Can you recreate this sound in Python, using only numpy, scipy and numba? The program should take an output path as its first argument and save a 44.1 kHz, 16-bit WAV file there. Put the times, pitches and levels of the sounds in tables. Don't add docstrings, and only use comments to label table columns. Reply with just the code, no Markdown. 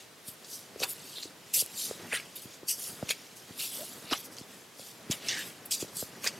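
import sys
import numpy as np
from scipy import signal
from scipy.fft import rfft, irfft, next_fast_len
from scipy.io import wavfile
from numba import njit

SR = 44100
rng = np.random.default_rng(int(sys.argv[2]) if len(sys.argv) > 2 else 0)


def transcribe(signal):
    frames = np.atleast_2d(signal).T
    limited = np.clip(frames, -1, 1)
    pcm = np.round(limited * 32767).astype(np.int16)
    wavfile.write(sys.argv[1], SR, pcm)


N = 281790
STEP = 32


def from_db(db):
    return 10 ** (np.asarray(db) / 20)


def rms_one(x):
    return x / np.sqrt(np.mean(x ** 2) + 1e-20)


def peak_one(x):
    return x / np.abs(x).max()


def in_time(rows):
    s, *columns = np.transpose(rows)
    t = np.arange(N // STEP + 1) * STEP / SR
    return [np.interp(t, s, column) for column in columns]


def drift(rate_hz):
    r = np.exp(-2 * np.pi * rate_hz * STEP / SR)
    settle_in = 2000
    white = rng.standard_normal(N // STEP + 1 + settle_in)
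    return rms_one(signal.lfilter([1], [1, -2 * r, r * r], white)[settle_in:])


def coloured(white, spectrum):
    hz, db = np.transpose(spectrum)
    size = next_fast_len(N)
    grid = np.arange(size // 2 + 1) * SR / size + 1
    gain = from_db(np.interp(np.log(grid), np.log(hz), db))
    return rms_one(irfft(rfft(white, size) * gain, size)[..., :N])


def hush():
    # frequency in Hz, density of the air noise in dB per Hz (relative).
    air_colour = [(24, -51), (40, -25), (121, -5.5), (220, -4), (467, -3), (918, -7.5), (3830, -11),
                  (7730, -15.5), (12100, -18), (16000, -26)]
    level_db, alike = -54, 0.66
    mid, side = rng.standard_normal((2, N))
    stereo = np.sqrt(1 + alike) * mid + np.sqrt(1 - alike) * side * [[1], [-1]]
    return from_db(level_db) * coloured(stereo, air_colour)


def kitchen(x):
    t60_s, wall_cut_hz = 0.22, 330
    size = next_fast_len(N + SR // 2)
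    w = 2 * np.pi * np.arange(size // 2 + 1) / size
    dull = 1 / np.sqrt(1 + (w * SR / (2 * np.pi * wall_cut_hz)) ** 2)
    walls = np.zeros((2, len(w)), complex)
    for k, lag in enumerate(np.round(rng.uniform(0.008, 0.054, size=8) * SR)):
        loop = from_db(-60 * lag / SR / t60_s) * dull * np.exp(-1j * w * lag)
        walls[k % 2] += loop / (1 - loop) * (-1) ** (k // 2)
    return irfft(rfft(x, size) * walls, size)[:, :N]


def tiles(x):
    left_s, right_s = 0.0031, 0.0047
    return np.array([np.pad(x, (round(s * SR), 0))[:N] for s in (left_s, right_s)])


def rub():
    # time in seconds, rubbing level in dB before the lumps.
    strokes = [(0.0, -63.5), (0.59, -59), (0.69, -57), (1.07, -55.5), (1.23, -59.5), (1.55, -60),
               (2.06, -49), (2.26, -57), (2.69, -61.5), (2.97, -51), (3.31, -61), (3.98, -51), (4.45, -57),
               (4.57, -56), (4.73, -66.5), (5.29, -47), (5.57, -55), (6.39, -50.5)]
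    # frequency in Hz, density of the friction noise in dB per Hz (relative).
    friction_colour = [(24, -51), (40, -26), (118, 0), (209, 1.5), (458, -1.5), (927, -8.5), (2000, -9),
                       (2600, -19), (4400, -120)]
    lumps_db = 2 * drift(25)
    steps = from_db(in_time(strokes)[0] + lumps_db)
    level = np.interp(np.arange(N) / STEP, np.arange(len(steps)), steps)
    return level * coloured(rng.standard_normal(N), friction_colour)


def ring(clicks, hz, t60):
    r, w = from_db(-60 / (t60 * SR)), 2 * np.pi * hz / SR
    return signal.lfilter([0, np.sin(w)], [1, -2 * r * np.cos(w), r * r], clicks + 1e-18)


def thuds():
    # start in seconds, peak of the pop in dB,
    # reference pitch of the pop in Hz, strength of the blow on the counter in dB.
    blows_on_stone = [(0.282, -49, 470, -51), (0.76, -33.5, 447, -60), (0.804, -33, 517, -57),
                      (0.819, -26, 477, -63), (0.831, -34, 520, -57), (1.179, -43, 444, -73),
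                      (1.255, -37, 344, -65), (1.576, -41.5, 547, -57), (1.623, -33, 483, -54),
                      (1.911, -25.5, 470, -62), (2.134, -28, 525, -80), (2.453, -50, 316, -49),
                      (2.631, -37, 370, -59), (2.927, -51, 360, -54), (3.027, -24.5, 560, -37.5),
                      (3.105, -33.5, 475, -64), (3.504, -54, 544, -50.5), (4.04, -53, 501, -54),
                      (4.121, -24, 322, -48), (4.125, -40, 337, -52), (4.41, -42, 320, -50.5),
                      (4.795, -38.5, 534, -60), (5.097, -34, 334, -34.5), (5.826, -27, 377, -44.5),
                      (5.845, -37, 483, -54), (6.026, -28.5, 514, -46), (6.264, -33, 467, -67)]
    # frequency in Hz, gain in dB, decay t60 in seconds.
    counter_notes = [(130, 10, 0.023), (205, 15, 0.017)]
    out, blows, t = np.zeros(N + 2000), np.zeros(N), np.arange(2000) / SR
    for s, db, hz, counter_db in blows_on_stone:
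        cycles = hz * t
        falling_phase = 2 * np.pi * 8.43 * (1 - np.exp(-cycles / 7.06))
        pop = np.sin(falling_phase) * from_db(-60 * cycles / 8.0)
        knock = 0.4 * np.sin(2 * np.pi * 2.2 * cycles) * from_db(-60 * cycles / 2.5)
        onset = 1 - np.exp(-cycles / 0.24)
        at = round(s * SR)
        out[at:at + 2000] += from_db(db) * peak_one((pop + knock) * onset)
        blows[at + round(0.0015 * SR)] = from_db(counter_db)
    band = signal.butter(2, [95, 400], "band", fs=SR, output="sos")
    soft = signal.sosfilt(band, blows + 1e-18)
    return out[:N] + sum(from_db(db) * ring(soft, hz, t60) for hz, db, t60 in counter_notes)


def slaps():
    # start in seconds, peak in dB.
    palms = [(0.811, -39), (0.831, -27.5), (3.095, -40.5), (4.111, -28.5), (4.127, -21), (5.112, -37),
             (6.242, -33), (6.269, -34)]
    out, t = np.zeros(N + 2500), np.arange(2500) / SR
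    band = signal.butter(2, [450, 1700], "band", fs=SR, output="sos")
    shape = from_db(-60 * t / 0.096) * (1 - np.exp(-t / 0.0005))
    for (s, db), white in zip(palms, rng.standard_normal((len(palms), 2500))):
        at = round(s * SR)
        out[at:at + 2500] += from_db(db) * peak_one(signal.sosfilt(band, white * shape))
    return out[:N]


def pockets():
    # start in seconds, length in seconds,
    # first pitch in Hz, last pitch in Hz, rms level in dB before the fade in and out.
    whistles = [(0.816, 0.033, 2550, 2520, -56), (0.892, 0.045, 10600, 12640, -40.5),
                (1.151, 0.054, 4090, 3745, -44), (1.54, 0.026, 2215, 2240, -46.5),
                (2.114, 0.05, 2066, 1850, -36.5), (2.127, 0.046, 8720, 9540, -37),
                (2.356, 0.017, 12500, 12000, -41.5), (2.682, 0.038, 2780, 2950, -43),
                (3.589, .07, 2770, 2876, -42.5), (3.783, 0.057, 502, 680, -44.5),
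                (4.111, 0.021, 4980, 4920, -34.5), (4.12, .025, 1260, 1300, -39),
                (4.161, 0.023, 5800, 5860, -44.5), (4.168, 0.047, 11700, 11900, -48),
                (5.11, 0.018, 7000, 6800, -31.5), (5.287, 0.14, 1910, 1696, -41),
                (5.8, 0.027, 7060, 7040, -41), (5.974, 0.041, 8100, 8000, -39.5),
                (6.255, 0.025, 1742, 1830, -41)]
    out = np.zeros(N)
    for s, length, first_hz, last_hz, db in whistles:
        n, at = round(length * SR), round(s * SR)
        phase = 2 * np.pi * np.cumsum(np.linspace(first_hz, last_hz, n)) / SR
        low = signal.butter(2, 0.097 * first_hz, fs=SR, output="sos")
        hoarse = signal.sosfilt(low, rng.standard_normal((2, 9000)))[:, -n:]
        tone = rms_one(hoarse[0] * np.sin(phase) + hoarse[1] * np.cos(phase))
        fade = np.sin(np.linspace(0, np.pi, n)) ** 0.21
        out[at:at + n] += from_db(db) * tone * fade
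    return out


def patch(clicks, hz, cycles):
    r, w = from_db(-60 * hz / (cycles * SR)), 2 * np.pi * hz / SR
    resonance = [0.65, 0.0039, -1.05, 1, -2 * r * np.cos(w), r * r]
    return signal.sosfilt([resonance] * 2, clicks + 1e-18)


def snaps():
    # start in seconds, peak in dB of snap and rustle together, ring in Hz.
    creases = [(0.4459, -30, 5230), (0.8018, -18, 5570), (0.827, -17, 2540), (0.8349, -10.5, 2530),
               (1.1837, -21, 3650), (1.232, -19, 4230), (1.5924, -18, 10800), (1.662, -16, 10900),
               (2.1247, -17, 1670), (2.1294, -11, 2500), (2.144, -15.5, 2640), (2.15, -15, 2880),
               (2.1726, -20, 3700), (2.199, -23, 2270), (2.6968, -33, 10700), (3.0913, -15.5, 2700),
               (3.1088, -14, 2230), (3.607, -18.5, 4300), (4.127, -11.5, 3850), (4.1339, -9, 2980),
               (4.368, -26.5, 5900), (4.3845, -21, 4750), (4.795, -29, 4730), (5.112, -12, 5230),
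               (5.122, -16.5, 3830), (5.1276, -19, 3160), (5.2857, -9, 5300), (5.2916, -12, 5900),
               (5.3024, -21, 5200), (5.32, -17, 3880), (5.7218, -10.5, 5500), (5.7424, -22, 6500),
               (5.9698, -15, 8200), (6.2432, -14, 6770), (6.264, -22, 1640), (6.2745, -10, 5170)]
    snap_share = 0.4
    out = np.zeros(N + 900)
    click = np.zeros(900)
    click[0] = 1
    for (s, db, hz), ratio in zip(creases, rng.uniform(0.61, 0.62, len(creases))):
        main = peak_one(patch(click, hz, cycles=12.3))
        partner = peak_one(patch(click, hz * ratio, cycles=2.65))
        at = round(s * SR)
        out[at:at + 900] += snap_share * from_db(db) * peak_one(main + 0.55 * partner)
    return out[:N]


def crumpling():
    # time of full strength in seconds, rise, hold and fall in
    # seconds, coarse creases in dB, their pitch in Hz, fine hiss in dB, topmost hiss in dB.
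    crumples = [ (0.284, 0.046, .0, 0.065, -48.5, 3930, -48.5, -40.5),
                (0.445, .004, .0, 0.023, -54, 4300, -41.5, -65),
                (0.533, 0.098, .0, 0.13, -48, 4350, -42, -43),
                (0.803, 0.024, 0.023, .05, -52, 3000, -41, -46),
                (0.838, 0.028, .0, 0.017, -25, 3340, -32.5, -33.5),
                (0.891, 0.034, 0.014, 0.043, -49, 3200, -46.5, -34.5),
                (1.157, 0.49, 0.044, 0.11, -50, 3600, -52, -51),
                (1.229, 0.022, 0.009, .06, -42, 4260, -43.5, -53.5),
                (1.538, 0.007, 0.07, 0.035, -36.5, 3530, -31, -26),
                (1.79, 0.072, 0.062, 0.11, -41.5, 4030, -38, -37),
                (2.144, 0.053, 0.0097, .07, -32, 1950, -40.5, -42),
                (2.357, 0.0064, 0.011, 0.091, -47, 3750, -52, -45),
                (2.418, .006, .0, .08, -58, 3800, -49.5, -46),
                (2.538, 0.17, .0, 0.077, -55.5, 2930, -52, -60),
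                (2.686, 0.015, 0.027, 0.053, -44, 2890, -30, -30.5),
                (2.805, 0.077, 0.067, 0.13, -49.5, 3560, -43, -39.5),
                (3.09, .006, .0, 0.026, -38, 2730, -31.5, -41),
                (3.107, 0.023, .0, 0.025, -25, 2600, -30, -32),
                (3.365, 0.0081, .0, .1, -63, 2700, -50, -48.5),
                (3.597, 0.044, 0.059, 0.11, -41.5, 3600, -41, -36.5),
                (3.728, .05, 0.034, 0.39, -47, 3550, -44.5, -41.5),
                (4.108, .07, 0.024, 0.12, -39, 3070, -55, -52),
                (4.125, 0.023, 0.0026, 0.048, -34.5, 3040, -37.5, -40),
                (4.2, .04, 0.0051, .03, -64, 3100, -49, -47),
                (4.257, 0.059, .0, 0.026, -58, 2900, -48, -46),
                (4.314, 0.021, 0.032, .04, -68, 3200, -53.5, -59),
                (4.369, .008, 0.025, 0.08, -52, 3800, -50, -55),
                (4.516, .15, .0, .3, -56.5, 2600, -55.5, -57),
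                (4.805, 0.098, 0.088, 0.13, -54.5, 3670, -51.5, -52),
                (5.111, 0.012, 0.0047, 0.062, -34.5, 2770, -38.5, -35.5),
                (5.268, 0.1, 0.017, 0.11, -40, 2810, -47, -50),
                (5.285, .004, 0.016, .15, -32.5, 2920, -34, -49.5),
                (5.398, .1, .0, 0.14, -39, 2500, -44.5, -44),
                (5.469, 0.036, .0, .06, -61, 2700, -47, -42.5),
                (5.657, .006, .0, 0.018, -54, 2980, -61, -37.5), (5.78, .03, 0, .04, -50, 3700, -43, -50),
                (5.71, 0.004, 0.033, 0.036, -34, 4000, -31.5, -33),
                (5.808, .04, 0.0031, 0.059, -41, 3400, -39, -40.5),
                (5.885, .015, .0, .03, -50, 4300, -48, -65),
                (5.97, 0.045, 0.043, 0.084, -48.5, 3760, -42, -39.5),
                (6.241, 0.022, 0.011, 0.055, -40, 2200, -38, -38),
                (6.273, 0.03, .0, 0.028, -30.5, 2450, -28.5, -38.5)]
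    # time in seconds, coarse creases in dB (same control).
    moving_hands = [(0.0, -52.5), (0.1, -73), (0.43, -64), (0.7, -66), (1.0, -56.5), (1.34, -68),
                    (1.52, -56.5), (2.06, -54), (2.5, -60.5), (2.65, -71), (3.06, -53), (3.35, -61),
                    (3.5, -57), (4.05, -62), (4.3, -79), (4.72, -82), (5.09, -59), (5.69, -63), (6.2, -57),
                    (6.39, -56)]
    fidget_hz, fidget_fine_db, fidget_top_db = 2840, 0, -4
    edge_db = 20
    settle_db, settle_db_per_s = -24, 112
    t = np.arange(N // STEP + 1) * STEP / SR
    s, rise, hold, fall, coarse_db, hz, fine_db, top_db = np.transpose(crumples)[..., None]
    after = np.maximum(t - s - np.maximum(hold, 0), 0)
    rising = from_db(-edge_db * np.maximum(s - t, 0) / rise) ** 2
    falling = from_db(-edge_db * after / fall) ** 2
    settling = from_db(settle_db - settle_db_per_s * after) ** 2
    power = rising * (falling + settling)
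    fidget = from_db(in_time(moving_hands)[0]) ** 2
    creases = from_db(coarse_db) ** 2 * power
    coarse = fidget + creases.sum(axis=0)
    pitch = (fidget * fidget_hz + (creases * hz).sum(axis=0)) / coarse
    fine = fidget * from_db(fidget_fine_db) ** 2 + (from_db(fine_db) ** 2 * power).sum(axis=0)
    top = fidget * from_db(fidget_top_db) ** 2 + (from_db(top_db) ** 2 * power).sum(axis=0)
    return 10 * np.log10(coarse), pitch, 10 * np.log10(fine), 10 * np.log10(top)


@njit
def wandering_patch(clicks, hz, cycles, rate, step):
    out = clicks.copy()
    for _ in range(2):
        x1 = x2 = y1 = y2 = a1 = a2 = 0.0
        for i in range(len(out)):
            if i % step == 0:
                now_hz = hz[i // step]
                r = 10 ** (-3 * now_hz / (cycles * rate))
                a1, a2 = 2 * r * np.cos(2 * np.pi * now_hz / rate), r * r
            y = out[i] - x2 + a1 * y1 - a2 * y2
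            x2, x1, y2, y1 = x1, out[i], y1, y
            out[i] = y
    return out


def film(level_db_at, low_hz, high_hz, per_s, uneven_db, cycles, patchy_db, wander, count):
    sizes = from_db(uneven_db * np.minimum(rng.exponential(1, N), 5)) * rng.choice([-1, 1], N)
    born = rng.random(N) < per_s / SR
    dealt = rng.integers(0, count, N)
    clumps_db = 1.02 * drift(85)
    out = np.zeros(N)
    for k, rest_hz in enumerate(np.geomspace(low_hz, high_hz, count)):
        hz = np.minimum(rest_hz * np.exp(wander * drift(9.9)), 0.4 * SR)
        level_db = level_db_at(hz) + clumps_db + patchy_db * drift(28)
        strength = from_db(level_db) * np.sqrt(hz / high_hz)
        buckles = sizes * born * (dealt == k) + 1e-18
        norm = np.std(wandering_patch(buckles[:N // 2], hz, cycles, SR, STEP))
        driven = buckles * np.repeat(strength, STEP)[:N]
        out += wandering_patch(driven, hz, cycles, SR, STEP) / norm
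    return out


def gloves():
    coarse_db, coarse_hz, fine_db, top_db = crumpling()

    def folds_db(hz):
        octaves = np.log2(hz / coarse_hz)
        return coarse_db - 7.0 - np.where(octaves < 0, 22.0, 9.0) * octaves ** 2

    def taut_db(hz):
        towards_top = np.clip(np.log2(hz / 6800) / 0.6, 0, 1)
        edge_db = 42.0 * np.maximum(np.log2(hz / 12500), 0)
        return fine_db - 8 + towards_top * (top_db - fine_db - 1) - edge_db

    coarse = film(folds_db, 1073, 4820, per_s=5500, uneven_db=1.5, cycles=15.4,
                  patchy_db=0.0, wander=0.051, count=14)
    fine = film(taut_db, 4595, 15630, per_s=20000, uneven_db=0.5, cycles=37.0,
                patchy_db=2.5, wander=0.023, count=22)
    return coarse + fine


def scene():
    tile_echo_db, kitchen_db = -25, -21
    hands = rub() + thuds() + slaps() + pockets() + snaps() + gloves()
    room = from_db(tile_echo_db) * tiles(hands) + from_db(kitchen_db) * kitchen(hands)
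    return hush() + room + hands


def record(dry):
    lean = signal.sosfilt(signal.butter(3, 72, "high", fs=SR, output="sos"), dry)
    return signal.sosfilt(signal.ellip(12, 0.5, 75, 15900, fs=SR, output="sos"), lean)


dry = scene()
out = record(dry)
transcribe(out)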